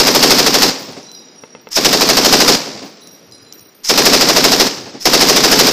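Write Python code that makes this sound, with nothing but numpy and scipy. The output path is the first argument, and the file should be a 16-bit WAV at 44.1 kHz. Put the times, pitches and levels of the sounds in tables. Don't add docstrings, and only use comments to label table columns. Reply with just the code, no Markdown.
import sys
import numpy as np
from scipy import signal
from scipy.fft import rfft, irfft, next_fast_len
from scipy.io import wavfile
from scipy.ndimage import uniform_filter1d

SR = 44100
rng = np.random.default_rng(int(sys.argv[2]) if len(sys.argv) > 2 else 0)


def boost_factor(decibels):
    exponent = np.asarray(decibels, float) / 20
    return 10 ** exponent


def generate_wav(sig):
    pcm = np.round(np.clip(np.atleast_2d(sig).T, -1, 1) * 32767).astype(np.int16)
    wavfile.write(sys.argv[1], SR, pcm)


N = 252472
LEAD = .3
LONG = N + round(LEAD * SR)

# [first shot t/s, rounds, cycle at start/ms, at middle/ms, at end/ms]
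BURSTS = [
    (-.245, 12, 78.69, 78.59, 78.85),
    (1.7661, 10, 81.27, 79.56, 76.31),
    (3.895, 10, 80.59, 76.75, 79.57),
    (5.055, 9, 77.92, 75.73, 77.49),
]
# [f/Hz, level per Hz/dB]
SIZZLE = [(5500, -58), (7000, -2), (8200, -5), (9800, -9.5), (12000, 0.5), (14800, -2.5), (15400, -7),
          (16000, -50)]


def place(s):
    return round((s + LEAD) * SR)


def add(mix, s, sound):
    part = mix[place(s):][:len(sound)]
    part += sound[:len(part)]


def noise(colour):
    hz, db = np.transpose(colour)
    size = next_fast_len(LONG)
    log_hz = np.log(np.fft.rfftfreq(size, 1 / SR) + 1)
    shape = np.interp(log_hz, np.log(hz), db, -90, -90)
    x = irfft(rfft(rng.standard_normal(size)) * boost_factor(shape), size)[:LONG]
    return x / x.std()


def grit(spread_db, ms):
    size = int(ms * SR / 1000)
    x = uniform_filter1d(uniform_filter1d(rng.standard_normal(LONG), size), size)
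    return boost_factor(spread_db * x / x.std())


def shots():
    blast_db, first_shot_db, powder_db = -1.61, -0.8, 1.56
    rows = []
    for first, rounds, *cycle_ms in BURSTS:
        parabola = np.polyfit([0, .5, 1], cycle_ms, 2)
        cycle = np.polyval(parabola, np.linspace(0, 1, rounds - 1)) / 1000
        s = first + np.r_[0, np.cumsum(cycle)]
        rows += zip(s, blast_db + first_shot_db * (s == first) + powder_db * rng.standard_normal(rounds))
    return rows


def gun(rounds):
    # [f/Hz, level per Hz/dB]
    boom = [(40, -55), (100, -28), (130, 5.5), (280, 10), (500, 5.5), (800, 0.5), (1500, -13),
            (3000, -12.5)]
    crack = [(400, -1.5), (900, -4), (1500, -7), (3200, -7.5), (4200, -3.5), (5150, 1), (6200, -6.5),
             (7500, -14), (10000, -27.5)]
    # [peak after the shot t/s, time to fall 60 dB t/s, boom/dB, crack/dB, sizzle/dB]
    scatterers = [(0, 0.2, -22, -3, -14), (.011, 0.063, -13, -2, -37), (.019, .045, -15, -5.5, -41),
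                  (.030, 0.016, -34.5, -11, -41), (0.0444, 0.086, -17.5, -9.5, -24.5),
                  (.062, 0.19, -25, -13, -26), (0.072, 0.078, -33, -11, -27), (.095, 0.84, -29.5, -23, -41),
                  (.35, .3, -29, -36, -80), (.3, 1.32, -53, -42.5, -77), (.6, 10, -54, -58.5, -78)]
    dying_share = [1, 1., 0.71]
    same_share = [.45, .1, 0]
    return_s = [.0012, .0068, .0112, .0133, .0178, .0219, .0266, .0295, .032, .0348, .042, .048, .0557,
                .0597, .0631, .0671, .071, .0768, .348, .357]
    return_db = [-9, -13, -13.5, -8.5, -8.5, 0, -13, -18, -6, -4.5, -23, -13.5, -12.5, -15.5, -10.5, -8.5,
                 -15, -15, -29, -31]
    swell_share = .3

    train = np.zeros(LONG)
    for s, db in rounds:
        train[place(s)] = boost_factor(db)
    t = np.arange(round(1.6 * SR)) / SR
    mix = np.zeros(LONG)
    for k, colour in enumerate((boom, crack, SIZZLE)):
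        scatter = 0
        for s, t60, *db in scatterers:
            fade = np.where(t < s, (s - t) / swell_share, (t - s) / dying_share[k]) / t60
            scatter = scatter + boost_factor(2 * (db[k] - 60 * fade))
        fresh_power = signal.oaconvolve(train ** 2, scatter)[:LONG] * (1 - same_share[k])
        hiss = noise(colour)
        same_echo = hiss[::-1][:len(t)] * np.sqrt(same_share[k] * scatter)
        mix += signal.oaconvolve(train, same_echo)[:LONG]
        mix += hiss * np.sqrt(abs(fresh_power)) * grit(spread_db=1.5, ms=3.9)

    returns = 0
    for s, db in zip(return_s, return_db):
        pulse_ms = .24 + 8 * s if s < .1 else .5
        u = (t[:SR // 2] - s) * 1000 / pulse_ms
        returns = returns + boost_factor(db) * u * np.exp(.5 - u ** 2 / 2)
    return mix + signal.oaconvolve(train, returns)[:LONG]


def bolt():
    # [release t/s, slide level/dB, swell/dB, slam level/dB]
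    slides = [
        (1.706, -24, 1, -7.5),
        (3.835, -21, -1, -8),
        (4.998, -27.5, -2, -19),
    ]
    # [f/Hz, level per Hz/dB]
    rattle = [(180, -75), (300, -45), (700, -23), (975, -17), (3220, -14.5), (4640, -8), (5130, 3.5),
              (9170, -20.5), (14400, -19), (15900, -33)]
    release_s, release_db = .012, -19
    slam_s, overrun_s = .012, .0017
    loudness = np.zeros(LONG)
    for (s, slide_db, swell_db, slam_db), (fire, *_) in zip(slides, BURSTS[1:]):
        at = [s, s + release_s, fire - slam_s - .002, fire - .002]
        db = [slide_db + release_db, slide_db, slide_db + swell_db, slam_db]
        t = np.arange(s, fire + overrun_s, 1 / SR)
        add(loudness, s, boost_factor(np.interp(t, at, db)))
    return loudness * noise(rattle) * grit(spread_db=2.0, ms=1.55)


def far_gun():
    # [t/s, peak level/dB]
    far_shots = [
        (1.4374, -18),
        (1.5506, -18),
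        (1.6715, -17.5),
    ]
    # [delay t/s, level/dB]
    echoes = [
        (0, 0),
        (.0015, -6),
        (.0038, -9),
        (.012, -17),
        (.018, -15),
    ]
    # [f/Hz, level/dB, time to fall 60 dB t/s]
    hollow = [(238, -7, .03), (435, -2.5, 0.033), (895, -9, 0.059), (2050, -17, .025), (2610, -19, 0.037)]
    t = np.arange(2000) / SR
    blast = (1 - t / .0003) * np.exp(-t / .0003)
    for hz, db, t60 in hollow:
        blast = blast + boost_factor(db - 60 * t / t60) * np.cos(2 * np.pi * hz * t)
    blast = signal.lfilter(*signal.butter(3, 3800, fs=SR), blast)
    mix = np.zeros(LONG)
    for s, db in far_shots:
        for late, echo_db in echoes:
            add(mix, s + late, boost_factor(db - 6.5 + echo_db) * blast)
    return mix


def brass():
    # [t/s, tick level/dB, share of thin hiss 0-1]
    ticks = [(1.030, -17, 0), (1.1159, -15, 0.1), (1.3564, -36, .5), (1.6885, -19, .3), (2.8388, -30, .4),
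             (3.0088, -20, 0.1), (3.0735, -16, .2), (3.245, -35, .5), (3.3129, -20, .3), (3.5250, -11, 0),
             (3.5350, -19, 0), (3.5933, -13.5, .15), (3.6055, -20, .1), (3.748, -26, 0.4)]
    # [f/Hz, level per Hz/dB]
    stone = [(1200, -40), (2500, -13), (4500, -9), (5600, 11), (7500, -13), (9500, -22), (15500, -22)]
    # [f/Hz, level/dB, time to fall 60 dB t/s, beat f/Hz]
    case_modes = [(3830, -7, 0.97, 12.3), (4040, 4.5, 0.56, 22.4), (4945, 5, .4, 25),
                  (5680, -0.5, 0.85, 28.5), (6960, -14, 0.97, 15.3), (8200, -14, 0.72, 22),
                  (9300, -21, 1, 33), (10530, -6, 1, 28.7), (14280, -13, .35, 15)]
    # [f/Hz, level/dB, time to fall 60 dB t/s, beat f/Hz]
    link_modes = [(9720, -3.5, 0.23, 32), (12600, -6, 0.43, 35), (14700, -2.5, 0.42, 52)]
    # [t/s, level/dB, struck f/Hz, reach/octaves]
    case_landings = [(.915, -46, 9300, 0.25), (1.035, -39.5, 5700, .08), (1.05, -48, 3950, .05),
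                     (1.083, -46, 4060, .05), (1.106, -42.5, 4060, 0.054), (1.12, -49, 10800, .08),
                     (1.146, -37.5, 5690, 0.19), (1.15, -39, 3830, .03), (1.2, -45, 7117, 0.16),
                     (1.29, -49, 5000, 0.09), (1.356, -39, 9480, 0.11), (1.357, -40, 5674, .08),
                     (1.5, -42, 5674, 0.069), (1.611, -41, 14300, 0.11), (2.87, -57, 10589, .08),
                     (3.008, -45, 5700, .1), (3.012, -42.5, 3830, .04), (3.02, -48.5, 4040, .04),
                     (3.085, -41, 5680, .08), (3.008, -44.5, 10640, 0.13), (3.32, -44, 7010, 0.99),
                     (3.42, -46, 14250, .1), (3.46, -47.5, 4040, .05), (3.40, -49, 4960, .05),
                     (3.46, -41, 7068, .08), (3.55, -45, 5680, .08), (3.608, -58, 4000, .05),
                     (4.82, -56, 10620, .08)]
    # [t/s, level/dB, struck f/Hz, reach/octaves]
    link_landings = [(.79, -40, 12645, .6), (.96, -55, 14556, .1), (1.12, -52, 12600, .6),
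                     (1.4, -60, 12700, .3), (2.66, -47, 10000, .1), (2.659, -53, 12700, .1),
                     (2.842, -52, 9800, .1), (2.842, -49, 12600, .1), (2.824, -50, 14700, .1),
                     (3.008, -50, 14691, .2), (3.075, -48, 14691, .1), (3.118, -45, 12400, 0.4),
                     (3.242, -51, 12715, .1), (3.524, -39, 14600, .1), (3.533, -42, 12414, 0.4),
                     (3.592, -43, 14800, .1), (3.605, -42, 9520, .1), (3.748, -44, 12450, 0.45),
                     (4.75, -52, 15100, .1), (4.829, -57, 12650, 0.035)]

    mix, full, thin = np.zeros(LONG), noise(stone), noise(SIZZLE)
    t = np.arange(900) / SR
    for s, db, share in ticks:
        hiss = (1 - share) * full[place(s):][:900] + share * thin[place(s):][:900]
        add(mix, s, boost_factor(db - 13.5 - 60 * t / .011) * hiss)

    for modes, landings in ((case_modes, case_landings), (link_modes, link_landings)):
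        for s, db, near_hz, reach in landings:
            nearest_hz = min((mode[0] for mode in modes), key=lambda hz: abs(hz - near_hz))
            ratio = near_hz / nearest_hz
            for hz, mode_db, t60, beat_hz in modes:
                missed_db = -6 * (np.log2(hz * ratio / near_hz) / reach) ** 2
                if missed_db > -24:
                    t = np.arange(round(min(.6, .7 * t60) * SR)) / SR
                    pair = np.sin(2 * np.pi * hz * ratio * t)
                    pair = pair + 0.53 * np.sin(2 * np.pi * (hz * ratio - beat_hz) * t)
                    fade = boost_factor(db + mode_db + missed_db - 60 * t / t60)
                    add(mix, s, fade * pair * np.minimum(t / .0038, 1))
    return mix


def tumble(rounds):
    case_hz = [4050, 4945, 5670, 7090, 8255, 9300, 10640, 14270]
    link_hz = [9700, 12600, 14500, 15280]
    mix, t = np.zeros(LONG), np.arange(SR // 3) / SR
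    chance = rng.random((len(rounds), 5, 5))
    for (shot, _), bounces in zip(rounds, chance):
        for late, kind, mode, size, dent in bounces:
            pitches = case_hz if kind < .45 else link_hz
            hz = pitches[int(mode * len(pitches))] * (1 + .014 * (dent - .5))
            fall = .063 + .9 * late ** 1.6
            fade = boost_factor(-56 - 14 * size - 9 * fall - 60 * t / .82)
            add(mix, shot + fall, fade * np.sin(2 * np.pi * hz * t))
    return mix


def breeze():
    # [t/s, half-length t/s, level/dB]
    low_swells = [
        (0.888, .13, -54),
        (1.434, .03, -62),
        (1.572, .025, -60),
        (1.695, 0.064, -60),
        (2.751, .12, -55),
        (3.1, .08, -70),
        (3.36, 0.087, -56),
        (3.62, 0.088, -64),
        (4.82, .12, -54),
    ]
    t = np.arange(LONG) / SR - LEAD
    loudness = sum(boost_factor(db) * np.exp(-((t - s) / half) ** 2) for s, half, db in low_swells)
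    rumble = noise([(25, -16), (60, -16), (110, 4), (200, -23)])
    return loudness * rumble * grit(spread_db=3.0, ms=39.0)


def hillside_air():
    # [f/Hz, level per Hz/dB]
    air_colour = [(29, -51), (50, -25), (162, -2.5), (479, -2.5), (595, -25), (1220, -9.5), (2970, -14.5),
                  (5460, -20), (7900, -45), (9000, -19), (11700, -53), (19800, -120)]
    return boost_factor(-51) * noise(air_colour) * grit(spread_db=1.0, ms=56.0)


def scene():
    rounds = shots()
    metal = (brass() + tumble(rounds)) * grit(spread_db=2.5, ms=5.3)
    loud_guns = signal.filtfilt(*signal.butter(2, 100, "high", fs=SR), gun(rounds) + far_gun())
    return (loud_guns + bolt() + metal + breeze() + hillside_air())[None, -N:]


def top_cut(x):
    return signal.sosfilt(signal.butter(12, 16010, fs=SR, output="sos"), x)


def record(dry):
    # [f/Hz, level/dB]
    mute = [(5000, -110), (7000, -90), (9000, -85.5), (15500, -102)]
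    ceiling, knee = .9, 3.0
    x = dry / (1 + abs(dry / ceiling) ** knee) ** (1 / knee)
    load = uniform_filter1d(uniform_filter1d(x ** 2, 340), 340)
    quick_sag = 0.32 * signal.lfilter(*signal.butter(1, 13., "high", fs=SR), load)
    slow_sag = 0.053 * uniform_filter1d(load, 6000)
    x = x - quick_sag - slow_sag

    hz, _, z = signal.stft(x, SR, nperseg=1024)
    band_db = 10 * np.log10(uniform_filter1d(abs(z) ** 2, size=9, axis=1) + 1e-20)
    patches = uniform_filter1d(rng.standard_normal((65, z.shape[2])), size=9)
    patches = np.repeat(patches, 8, axis=0)[:len(hz)]
    over_db = band_db - np.interp(hz, *np.transpose(mute))[:, None] + 39.0 * patches
    edge = 1 / (1 + np.exp(np.clip((hz - 15450) / 110, -50, 50)))
    kept = z * np.clip(over_db / 2.7, 0, 1) * edge[:, None]
    x = signal.istft(kept, SR, nperseg=1024)[1][:, :N]
    return top_cut(x)


dry = scene()
out = record(dry)
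generate_wav(out)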